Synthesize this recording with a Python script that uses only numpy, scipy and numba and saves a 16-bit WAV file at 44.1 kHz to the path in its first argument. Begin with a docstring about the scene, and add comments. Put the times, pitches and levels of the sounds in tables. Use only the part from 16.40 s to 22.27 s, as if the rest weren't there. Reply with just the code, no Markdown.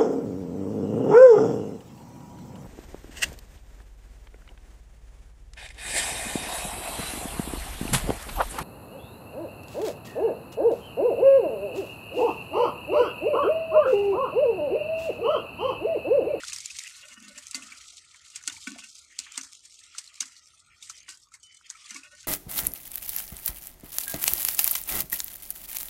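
"""Water slaps and spatters on the ground in bursts, as spray noise and bubble notes over a droplet trickle.
It comes from an iron hand pump worked in an open field, heard from a couple of metres.
Noise blows and rubbing of the rod ring the modes of the iron barrel; metal clinks in decaying sines.
A far bird, a gliding sine, chirps once; a faint rumble of filtered noise lies under it all."""
import sys
import numpy as np
from scipy import signal
from scipy.fft import rfft, irfft
from scipy.io import wavfile
from scipy.ndimage import uniform_filter1d
from numba import njit

SR = 44100
rng = np.random.default_rng(int(sys.argv[2]) if len(sys.argv) > 2 else 0)


def digitize_waveform(pressure):
    """Quantize a signal to 16-bit integers and store it at the path in sys.argv[1].

    Rows of a 2-D input are taken as channels; values are limited to [-1, 1].
    """
    field = np.atleast_2d(pressure).T
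    bounded = np.clip(field, -1, 1)
    quanta = np.round(bounded * 32767).astype(np.int16)
    wavfile.write(sys.argv[1], SR, quanta)


def volts_from_decibels(level):
    """Turn decibel levels (scalar or array-like) into linear amplitude factors."""
    exponent = np.asarray(level, float) / 20
    return 10 ** exponent


N = 258867  # length [samples]


def unit(x):
    """Normalisation: scales a signal to rms 1."""
    return x / np.sqrt(np.mean(x ** 2))


def colour(x, points):
    """Spectral shaping: filters by a curve of (frequency [Hz], level [dB]), linear in log frequency."""
    hz, db = np.transpose(points)
    f = np.arange(len(x) // 2 + 1) * SR / len(x) + 1
    gain = volts_from_decibels(np.interp(np.log(f), np.log(hz), db))
    return irfft(rfft(x) * gain, len(x))


def band(x, hz, width):
    """Simple resonance: a two-pole filter with its bandwidth in Hz."""
    return signal.lfilter(*signal.iirpeak(min(hz, .45 * SR), hz / width, fs=SR), x)


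def steep(x, hz, width):
    """Cascaded resonance: three passes darken the skirts."""
    return band(band(band(x, hz, width), hz, width), hz, width)


def highpass(x, order, hz):
    """High-pass filtering: a maximally flat response above the corner."""
    return signal.sosfilt(signal.butter(order, hz, "high", fs=SR, output="sos"), x)


def walk(rate, size=N):
    """Random modulation: a new level every 1 / rate seconds, slewed, with spread near 1."""
    k = max(int(SR / rate), 2)
    held = np.repeat(rng.standard_normal(size // k + 1), k)
    return 1.32 * uniform_filter1d(held, k)[:size]


def ring(x, hz, t60, waver=0):
    """Modal decay: x drives one mode of drifting pitch; a unit impulse rings with peak near 1."""
    turn = np.exp(2j * np.pi * np.cumsum(hz * (1 + waver * walk(12))) / SR)
    pole = np.exp(-np.log(1000) / (t60 * SR))
    return (signal.lfilter([1], [1, -pole], x / turn) * turn).imag


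def columns(table):
    """Linear interpolation: the columns of a time table at every sample."""
    s, *values = np.transpose(table)
    return [np.interp(np.arange(N) / SR, s, v) for v in values]


@njit
def drops(n, start, hz, cycles, size, glide):
    """Bubble resonance: each droplet is a sine that swells for a cycle, rises in pitch and dies."""
    out = np.zeros(n)
    for k in range(len(start)):
        period = SR / hz[k]
        phase = 0.
        for i in range(min(int(6 * cycles[k] * period), n - start[k])):
            turns = i / period
            phase += 2 * np.pi / period * (1 + glide * turns / cycles[k])
            out[start[k] + i] += size[k] * np.sin(phase) * np.exp(-turns / cycles[k]) * min(turns, 1.)
    return out


def rain(low_hz, high_hz, cycles, spread_db, count):
    """Random superposition of droplets: a few much larger (or, with negative spread, smaller) than the rest."""
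    when, pitch, life, big = rng.random((count, 4)).T
    start = (when * N).astype(np.int64)
    hz = low_hz * (high_hz / low_hz) ** pitch
    size = volts_from_decibels(-spread_db * np.log(1 - big))
    return unit(drops(N, start, hz, cycles * (.5 + life), size, 0.032))


def flicker(low_hz, high_hz, depth_db, rate):
    """Independent band modulation: narrow noises, eight to the octave, each swell and sink alone."""
    centres = low_hz * 2 ** np.arange(0, np.log2(high_hz / low_hz), 1 / 8)
    return unit(sum(band(rng.standard_normal(N), hz, hz / 14) * volts_from_decibels(depth_db * walk(rate))
                    for hz in centres))


# slaps of water that stand out:
# (time [s], level [dB], bubble pitch [Hz], relative body level [dB], decay constant [s])
STRONG_SLAPS = [(.006, -30, 2000, -5, 0.0021), (.041, -36, 3460, -10, 0.0058),
                (0.09, -35, 3420, 13, 0.0057), (0.0338, -28.5, 1445, 13.5, 0.0055),
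                (0.085, -27, 5560, -6, 0.0038), (0.122, -29.5, 2640, 12, 0.0043),
                (0.13, -22, 6120, -5, 0.014), (0.162, -13.5, 5670, -14, 0.0011),
                (0.185, -26, 5040, -1, 0.0029), (0.203, -28, 6500, -33, 0.01),
                (0.258, -20.5, 7000, -23, 0.0022), (0.3025, -33, 2550, 3.5, 0.0084),
                (0.3917, -10.5, 7530, -15, 0.00042), (0.366, -27.5, 6300, -26, 0.0038),
                (.383, -43, 3300, 0, 0.0012), (.404, -38.5, 2200, 2, 0.006),
                (.417, -32.5, 2160, -2, 0.0021), (0.436, -26, 7340, -15, 0.0019),
                (.447, -34, 1970, -5, 0.0033), (0.4764, -26.5, 2800, -10, 0.0022),
                (.509, -39, 2260, 6, 0.0012), (.531, -46, 4270, -12, 0.0017), (.958, -44, 2350, -12, .007),
                (0.715, -43, 6830, 0, 0.0084), (0.9768, -31, 7600, 8.5, 0.018),
                (1.068, -32, 6130, -13, 0.0045), (1.1106, -25.5, 7700, -29, 0.0047),
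                (1.131, -43, 2270, 23.5, 0.0044), (1.145, -20, 4540, -9, 0.012),
                (1.222, -36, 2600, -5, 0.017), (1.2889, -57, 7900, -18, 0.0063),
                (1.3205, -34, 2280, 10, 0.0083), (1.7437, -39, 2230, 16.5, 0.0052),
                (1.958, -23.5, 7860, -2, 0.0097), (2.012, -44, 1680, 11, 0.002),
                (2.038, -31, 6160, 14.5, 0.0017), (2.0758, -13.5, 7850, -6, 0.0052),
                (2.0967, -28.5, 3580, 14.5, 0.0059), (2.12, -33, 6250, -16, 0.026),
                (2.139, -45, 893, 12, 0.011), (2.166, -40, 2270, 9, 0.012), (2.175, -47, 880, 6, 0.011),
                (2.2719, -28, 2300, 1, 0.0087), (2.553, -33, 6060, -38, 0.0027),
                (2.7892, -17.5, 7280, -26, 0.0068), (2.863, -47, 1220, 27, 0.0099),
                (2.921, -23, 7360, -26, 0.0012), (2.9574, -36.5, 3600, 15, 0.0043),
                (2.976, -17, 8470, 6, 0.0059), (3.012, -28.5, 6070, -22, 0.0058),
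                (3.031, -29, 6500, 4.5, 0.015), (3.132, -26, 5880, -33, 0.0013),
                (3.151, -36, 6860, -35, 0.0032), (3.252, -33.5, 6900, -3.5, 0.0074),
                (3.5483, -40.5, 1336, 14, 0.0098), (3.5818, -18.5, 6070, -5, 0.0068),
                (3.6753, -31.5, 4170, -14, 0.0034), (3.758, -25, 8100, -15, 0.00062),
                (3.8051, -13.5, 6400, -8, 0.0081), (3.826, -29, 5120, 17, 0.0044),
                (3.853, -34, 7160, 2.5, 0.022), (3.9653, -38.5, 4340, -18, 0.0023),
                (4.424, -31, 3650, -25, 0.019), (4.499, -40, 1300, -14, 0.012),
                (4.4969, -24, 6100, -1.5, 0.0088), (4.687, -30, 7150, -1.5, 0.028),
                (4.917, -53, 1310, -0.5, 0.018), (4.941, -44, 2120, -5, 0.019),
                (4.9372, -36, 7240, 7, 0.014), (5.03, -37.5, 7360, -32, 0.008),
                (5.1454, -40, 8540, -3, 0.0077), (5.211, -50, 1410, 4, 0.0032),
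                (5.348, -46.5, 1287, 3, 0.02), (5.442, -43.5, 3390, -2, 0.0083),
                (5.3005, -22, 6550, 2.5, 0.0065), (5.353, -44, 2260, 6, 0.011),
                (5.496, -39.5, 2080, 15, 0.039), (5.506, -27, 6020, -23, 0.008),
                (5.5434, -30, 6000, -1, 0.017), (5.557, -42.5, 1120, -10, 0.023),
                (5.56, -33, 2213, -13, 0.027), (5.631, -40.5, 2540, -6, 0.035),
                (5.8056, -37, 7500, -10, 0.012)]
# colour of struck water: (frequency [Hz], relative density [dB per Hz])
SPRAY_SPECTRUM = [(470, -71), (800, -0.5), (1470, -4), (1680, -58), (2110, 3.5), (3100, -1.5), (6430, 4),
                  (8370, 3), (13300, -19.5), (14000, -17.5)]
CLEAR, SMALL_CLEAR = .4, .15  # weight of the bubble note against spray; small slaps are mostly spray
LEAD_S, LEAD_DB = 0.0055, -30  # faint ragged noise leading into each slap: length [s], relative level [dB]
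BODY_LAG = 2.4  # the body's decay constant is this many times the slap's


def slaps():
    """Impact and bubble resonance: ragged spray, a pitched bubble note and a weak longer spatter."""
    out, size = np.zeros(N), 6144
    t = np.arange(size) / SR
    for k, (s, db, hz, body_db, decay) in enumerate(STRONG_SLAPS + small_slaps(count=130)):
        clear = CLEAR if k < len(STRONG_SLAPS) else SMALL_CLEAR
        noise = rng.standard_normal(size)
        spray = colour(noise, SPRAY_SPECTRUM)
        spray = unit(signal.lfilter(*signal.butter(2, 2600, "high", fs=SR), spray))

        body_shape = np.minimum(t / (0.35 * decay), 1) * np.exp(-t / (BODY_LAG * decay))
        body = body_shape * volts_from_decibels(body_db) * 0.12 * unit(steep(noise, 1870, 3040))
        # main fall, longer spatter, and a brief crack 1 ms in
        fall = np.exp(-t / max(decay, .0007)) + 0.048 * np.exp(-t / 0.062)
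        fall = fall + 0.063 * np.exp(-((t - .001) / 0.00025) ** 2)

        note = np.sin(2 * np.pi * hz * t * (1 + 1.02 * t))  # pitch rises slightly
        note = note * np.exp(-t / np.clip(.5 * decay, .0005, 12 / hz)) * volts_from_decibels(2.98 * walk(565, size=size))
        ragged = (spray * fall + body) * volts_from_decibels(1.77 * walk(350, size=size))
        burst = (1 - clear) * ragged + 4.76 * clear * note
        rise = np.minimum(t / (0.00051 + 0.099 * decay), 1)

        i, lead = int(s * SR), int(LEAD_S * SR)
        out[i - lead:i] += volts_from_decibels(db + LEAD_DB) * spray[-lead:] * volts_from_decibels(6.6 * walk(680, size=lead))
        out[i:i + size] += (volts_from_decibels(db) * 0.62 * burst * rise)[:N - i]
    return out


SMALL_OVER_DB, SMALL_SPREAD_DB = 11, 6  # least level over the spatter, and random extra [dB]
SMALL_HZ, SMALL_DECAY_S = (4300, 8970), (.0015, .006)  # ranges of pitch [Hz] and decay constant [s]
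SMALL_BODY_DB, SMALL_BODY_DB_PER_OCT = -24, -8.5  # relative body level at 6 kHz; lower notes carry more


def small_slaps(count):
    """Random arrivals: lesser slaps at chance moments, their level following the spatter around them."""
    when, big, pitch, life = rng.random((count, 4)).T
    s = LEAD_S * 2 + when * (N / SR - LEAD_S * 3)
    spatter_db = columns(TRICKLE_LEVELS)[0][(s * SR).astype(int)]
    db = spatter_db + SMALL_OVER_DB + SMALL_SPREAD_DB * big
    hz = SMALL_HZ[1] * (SMALL_HZ[0] / SMALL_HZ[1]) ** (pitch ** 2)
    decay = SMALL_DECAY_S[0] * (SMALL_DECAY_S[1] / SMALL_DECAY_S[0]) ** life
    body_db = SMALL_BODY_DB + SMALL_BODY_DB_PER_OCT * np.log2(hz / 6000)
    return list(zip(s, db, hz, body_db, decay))


# trickle between slaps:
# (time [s], spatter level [dB], gurgle level [dB], deep gurgle level [dB])
TRICKLE_LEVELS = [(0.0, -44.5, -53.5, -55.5), (0.26, -47.5, -55, -68.5), (0.5, -49.5, -52, -67),
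                  (0.72, -55, -81, -65), (1.0, -53.5, -64, -69), (1.31, -50, -54, -57),
                  (1.58, -53.5, -68.5, -72.5), (1.75, -54.5, -63, -69.5), (2.26, -50.5, -67, -67),
                  (2.52, -51.5, -76.5, -73.5), (2.76, -57, -57, -71.5), (2.94, -53, -56, -59),
                  (3.11, -54, -85, -71), (3.27, -56.5, -68, -76.5), (3.45, -55, -60.5, -69),
                  (3.73, -55, -61, -67), (4.25, -58.5, -67.5, -69), (4.56, -56.5, -61.5, -70),
                  (4.88, -59, -72, -80.5), (5.0, -61, -71.5, -78), (5.25, -59, -65, -73),
                  (5.51, -52.5, -56, -69.5), (5.62, -60, -85, -69), (5.87, -53, -58, -78)]


def trickle():
    """Superposed bubble resonances: dense droplets over hiss that flickers band by band."""
    spatter_db, gurgle_db, deep_db = columns(TRICKLE_LEVELS)
    ticks = rain(3000, 12500, cycles=0.53, spread_db=-5.5, count=3000)
    fizz = rain(3000, 12670, cycles=12, spread_db=2, count=4000)
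    hiss = flicker(3200, 14000, 2.74, 16)
    spatter = unit(colour(hiss + 0.5 * ticks + .5 * fizz, SPRAY_SPECTRUM))
    spatter = spatter * volts_from_decibels(2.5 * walk(90))

    gurgle = flicker(1857, 3400, 5, 14)
    gurgle = gurgle + .8 * rain(1752, 3330, cycles=7, spread_db=1.5, count=1300)
    gurgle = unit(gurgle) * volts_from_decibels(3 * walk(50))

    deep = flicker(1186, 1450, 6, 12)
    deep = deep + .8 * rain(1200, 1400, cycles=14, spread_db=1.5, count=400)
    surge = volts_from_decibels(.8 * walk(50))  # the stream breaks into gouts
    stream = spatter * volts_from_decibels(spatter_db) + gurgle * volts_from_decibels(gurgle_db)
    return surge * stream + unit(deep) * volts_from_decibels(deep_db)


def glugs():
    """Low bubble resonance: big slow bubbles, 19 dB under the deep gurgle's level."""
    bubbles = rain(557, 1000, cycles=9.3, spread_db=2.5, count=250)
    return bubbles * volts_from_decibels(columns(TRICKLE_LEVELS)[2] - 19)


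# treble of the water above 9 kHz: (time [s], gain [dB])
TREBLE_GAIN = [(0, -2), (.75, 2), (1.3, -1.5), (1.7, -6), (2.2, -1.5), (3.3, -5), (4.2, -2.5), (4.7, -3),
               (5.2, -5), (5.87, -2.5)]


def balance_treble(water):
    """Zero-phase filtering: the treble is split off by passes in both directions and its level moved."""
    top = highpass(water[::-1], 4, 9000)[::-1]
    top = highpass(top, 4, 9000)
    return water + top * (volts_from_decibels(columns(TREBLE_GAIN)[0]) - 1)


# modes of the iron barrel: (frequency [Hz], relative level [dB], t60 [s])
BARREL_MODES = [(212.5, -6, 0.17), (242, -4.5, 0.14), (268, -3.5, 0.12), (300, -8, 0.13), (336, -1, 0.049),
                (500, -17.5, 0.065), (592, -14.5, 0.052), (698, -12.5, 0.039), (830, -17.5, 0.04),
                (940, -34, 0.022), (1156, -9.5, 0.11), (1400, -20, 0.077), (1495, -1, 0.076),
                (1840, -8, 0.062), (2137, -5, 0.019), (2202, -6.5, 0.07), (2460, -8, 0.028),
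                (2614, -1.5, 0.061), (2770, -0.5, 0.06), (2860, 3.5, 0.041), (3330, -3, 0.065)]
# rod knocking in the barrel, middle and upper drive relative to the knock:
# (time [s], level [dB], middle modes [dB], upper modes [dB], boom frequency [Hz])
ROD_KNOCKS = [(1.144, -42.5, 4, 11, 268), (1.171, -44, 8, -8, 267), (1.222, -46.5, -13, 3, 242),
              (1.307, -55, -10, 5, 256), (2.076, -43.5, 4.5, 9, 300), (2.269, -32.5, -2, 2, 245),
              (2.309, -52, -5, 10, 250), (2.312, -39, -26, -8, 254), (2.344, -46, 1, 8, 237),
              (2.357, -50.5, 17.5, -14, 249), (2.385, -52.5, 9, 13.5, 230), (2.42, -61.5, 0, 17, 225),
              (2.437, -62.5, -6, 20, 234), (2.788, -56.5, 9.5, 16.5, 260), (2.973, -43, 4, 10, 278),
              (3.812, -50, -4, 11.5, 254), (4.681, -59, 9, 24, 340), (5.51, -49, -8, 8, 217),
              (5.545, -46, -12, 10.5, 310), (5.563, -55.5, 1, 11, 317)]
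PUSH_S = .0005  # rise of the blow that shakes the post [s]
BOOM_WIDTH_HZ = 135  # each blow favours the bending notes near its own
WAVER = .014  # share by which the mode pitches wander at random
UNEVEN_DB = 3.5  # unevenness of the drive from moment to moment; halved for the low modes


def pump():
    """Modal excitation: knocks and rubbing drive the barrel modes; harder contact reaches the upper ones."""
    soft, firm, hard, size = np.zeros(N), np.zeros(N), np.zeros(N), 8192
    t = np.arange(size) / SR
    push = t * np.exp(-t / PUSH_S) / (PUSH_S ** 2 * SR)
    for s, db, middle_db, upper_db, boom_hz in ROD_KNOCKS:
        i = int(s * SR)
        post_noise, contact_noise = rng.standard_normal((size, 2)).T
        # the post shudders on after the blow
        shudder = push + 0.022 * post_noise * np.exp(-t / 0.032) * np.minimum(t / 0.0082, 1)
        soft[i:i + size] += volts_from_decibels(db) * 1.17 * steep(shudder, boom_hz, BOOM_WIDTH_HZ)
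        # the contact chatters for a few ms, with a weaker tail
        contact = np.exp(-t / 0.0019) + 0.12 * np.exp(-t / 0.026)
        chatter = contact_noise * contact * np.minimum(t / 0.0031, 1) / 8
        firm[i:i + size] += volts_from_decibels(db + middle_db) * chatter
        hard[i:i + size] += volts_from_decibels(db + upper_db) * chatter

    hum, moan, upper = strokes()
    scrape = rng.standard_normal(N) * volts_from_decibels(3 * walk(60)) / 30
    low = soft + steep(scrape * hum, 228, 120)  # rubbing hums on the lowest bending notes
    middle = steep(firm, 777, 910) + steep(scrape * moan * 3, 586, 110)
    high = hard + scrape * upper * volts_from_decibels(1.5 * walk(40)) * 2.6  # the rod catches and slips
    high = steep(high, 1880, 2270)

    out = np.zeros(N)
    for hz, db, t60 in BARREL_MODES:
        drive = low if hz < 400 else middle if hz < 950 else high
        # the rod touches the wall at changing spots, so each mode is driven unevenly
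        uneven = volts_from_decibels((1 if hz > 400 else .5) * UNEVEN_DB * walk(24))
        out += volts_from_decibels(db) * ring(drive * uneven, hz, t60, WAVER)
    return highpass(out, 4, 180)


# rod rubbing in the barrel, one row per stroke, levels relative:
# (time [s], length [s], hum level [dB], moan level [dB], upper ring level [dB])
ROD_RUBS = [(0.138, 0.19, -74.5, -75, -90), (0.527, 0.13, -84, -83, -61), (0.613, 0.094, -100, -48.5, -71),
            (0.675, 0.061, -92, -88, -60.5), (0.702, 0.083, -53.5, -72, -61), (0.793, 0.1, -49, -66, -63.5),
            (0.885, 0.1, -59.5, -49, -60.5), (1.906, 0.21, -87, -82, -66), (2.547, 0.015, -96, -80, -77),
            (5.621, 0.047, -90, -55, -58), (5.701, 0.056, -72.5, -58, -61.5), (5.774, 0.025, -99, -79, -61),
            (5.826, 0.029, -96, -90, -56.5)]
RUB_ATTACK_S, RUB_RELEASE_S = 0.014, 0.0052  # linear rise and fading time constant [s]


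def strokes():
    """Friction drive: rod pressure on the low, middle and upper modes rises quickly, holds and fades."""
    t, out = np.arange(N) / SR, np.zeros((3, N))
    for s, length, *db in ROD_RUBS:
        rise = np.clip((t - s) / RUB_ATTACK_S, 0, 1)
        fade = np.exp(-np.maximum(t - s - length, 0) / RUB_RELEASE_S)
        out += volts_from_decibels(np.array(db))[:, None] * rise * fade
    return out


# metallic clinks, a lower one at 1.147 s and a higher ringing one near 5.03 s:
# (time [s], frequency [Hz], level [dB], t60 [s])
CLINK_TONES = [(1.147, 2066, -38, 0.17), (5.033, 8720, -53, 0.15), (5.035, 3020, -52.5, 0.83),
               (5.037, 5650, -47, 0.058)]
CLINK_RING_S, CLINK_CUT_S = .16, .012  # time before the cut, then its fading time constant [s]


def clinks():
    """Modal decay with a cut-off: single tones ring, then are cut short after a set time."""
    out, t = np.zeros(N), np.arange(N) / SR
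    for s, hz, db, t60 in CLINK_TONES:
        tap = np.zeros(N)
        tap[int(s * SR)] = volts_from_decibels(db)
        cut = np.exp(-np.maximum(t - s - CLINK_RING_S, 0) / CLINK_CUT_S)
        out += ring(tap, hz, t60) * cut
    return out


# glide of the far bird: (time [s], frequency [Hz], level [dB])
BIRD_CHIRP = [(4.535, 6100, -78), (4.548, 6100, -55), (4.578, 4950, -55), (4.592, 5500, -63),
              (4.606, 6350, -53), (4.635, 6500, -59)]


def bird():
    """Frequency modulation: one faint chirp dips and rises, husky through random pitch and level."""
    hz, db = columns(BIRD_CHIRP)
    t = np.arange(N) / SR
    husky_hz = hz * (1 + .012 * walk(400))
    tone = np.sin(2 * np.pi * np.cumsum(husky_hz) / SR)
    sounding = (t > BIRD_CHIRP[0][0]) * (t < BIRD_CHIRP[-1][0])
    return tone * volts_from_decibels(db + 4.5 * walk(300)) * sounding


# spectrum of the distant rumble: (frequency [Hz], relative density [dB per Hz])
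FIELD_SPECTRUM = [(15, -55), (25, -8), (74, 8), (156, -17.5), (301, -4.5), (494, -12), (600, -12),
                  (900, -25.5), (1170, -15), (1700, -61)]
# rumble of moving air: (time [s], level [dB])
BREEZE_LEVELS = [(0.0, -64), (0.5, -75.5), (1.0, -74.5), (1.9, -81), (2.15, -67), (2.5, -82.5),
                 (4.17, -82.5), (4.28, -72.5), (5.31, -83.5), (5.87, -74.5)]


def field():
    """Shaped broadband noise: low distant rumble, and air moving over the microphone."""
    far = unit(colour(rng.standard_normal(N), FIELD_SPECTRUM)) * volts_from_decibels(-79 + 2 * walk(5.4))
    air = unit(steep(rng.standard_normal(N), 77, 129))
    return far + air * volts_from_decibels(columns(BREEZE_LEVELS)[0] + 2 * walk(34))


def scene():
    """Linear superposition: all sources at one spot; water this thin has no bass."""
    water = highpass(slaps(), 8, 880) + highpass(trickle(), 6, 1020) + glugs()
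    return (balance_treble(water) + pump() + clinks() + bird() + field())[None]


GATE_OVER_DB, GATE_DEPTH_DB = -3, -15  # threshold re the quiet level found, and deepest cut [dB]


def quiet_parts_down(x):
    """Spectral subtraction: the quietest parts of each band above 1 kHz are turned down."""
    hz, _, z = signal.stft(x, SR, nperseg=1024, noverlap=768)
    power = uniform_filter1d(np.abs(z) ** 2, size=9, axis=-1)  # over time
    power = uniform_filter1d(power, size=3, axis=-2)  # over frequency
    floor = uniform_filter1d(np.percentile(power, 12, axis=-1), size=15, axis=-1)[..., None]
    gain = 1 - volts_from_decibels(2 * GATE_OVER_DB) * floor / (power + 1e-18)
    gain = np.clip(gain, volts_from_decibels(GATE_DEPTH_DB), 1)
    gain[..., hz < 1000, :] = 1  # below 1 kHz all passes untouched
    return signal.istft(z * gain, SR, nperseg=1024, noverlap=768)[1][..., :N]


def roll_off(x):
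    """The treble ends steeply here."""
    return signal.sosfilt(signal.butter(12, 15110, fs=SR, output="sos"), x)


def record(dry):
    """Band limiting: the quietest parts of each band are turned down and the top above 14050 Hz is cut."""
    top_cut = signal.ellip(8, .2, 60, 14050, fs=SR, output="sos")
    mix = signal.sosfilt(top_cut, quiet_parts_down(dry))
    return roll_off(mix)


dry = scene()
out = record(dry)
digitize_waveform(out)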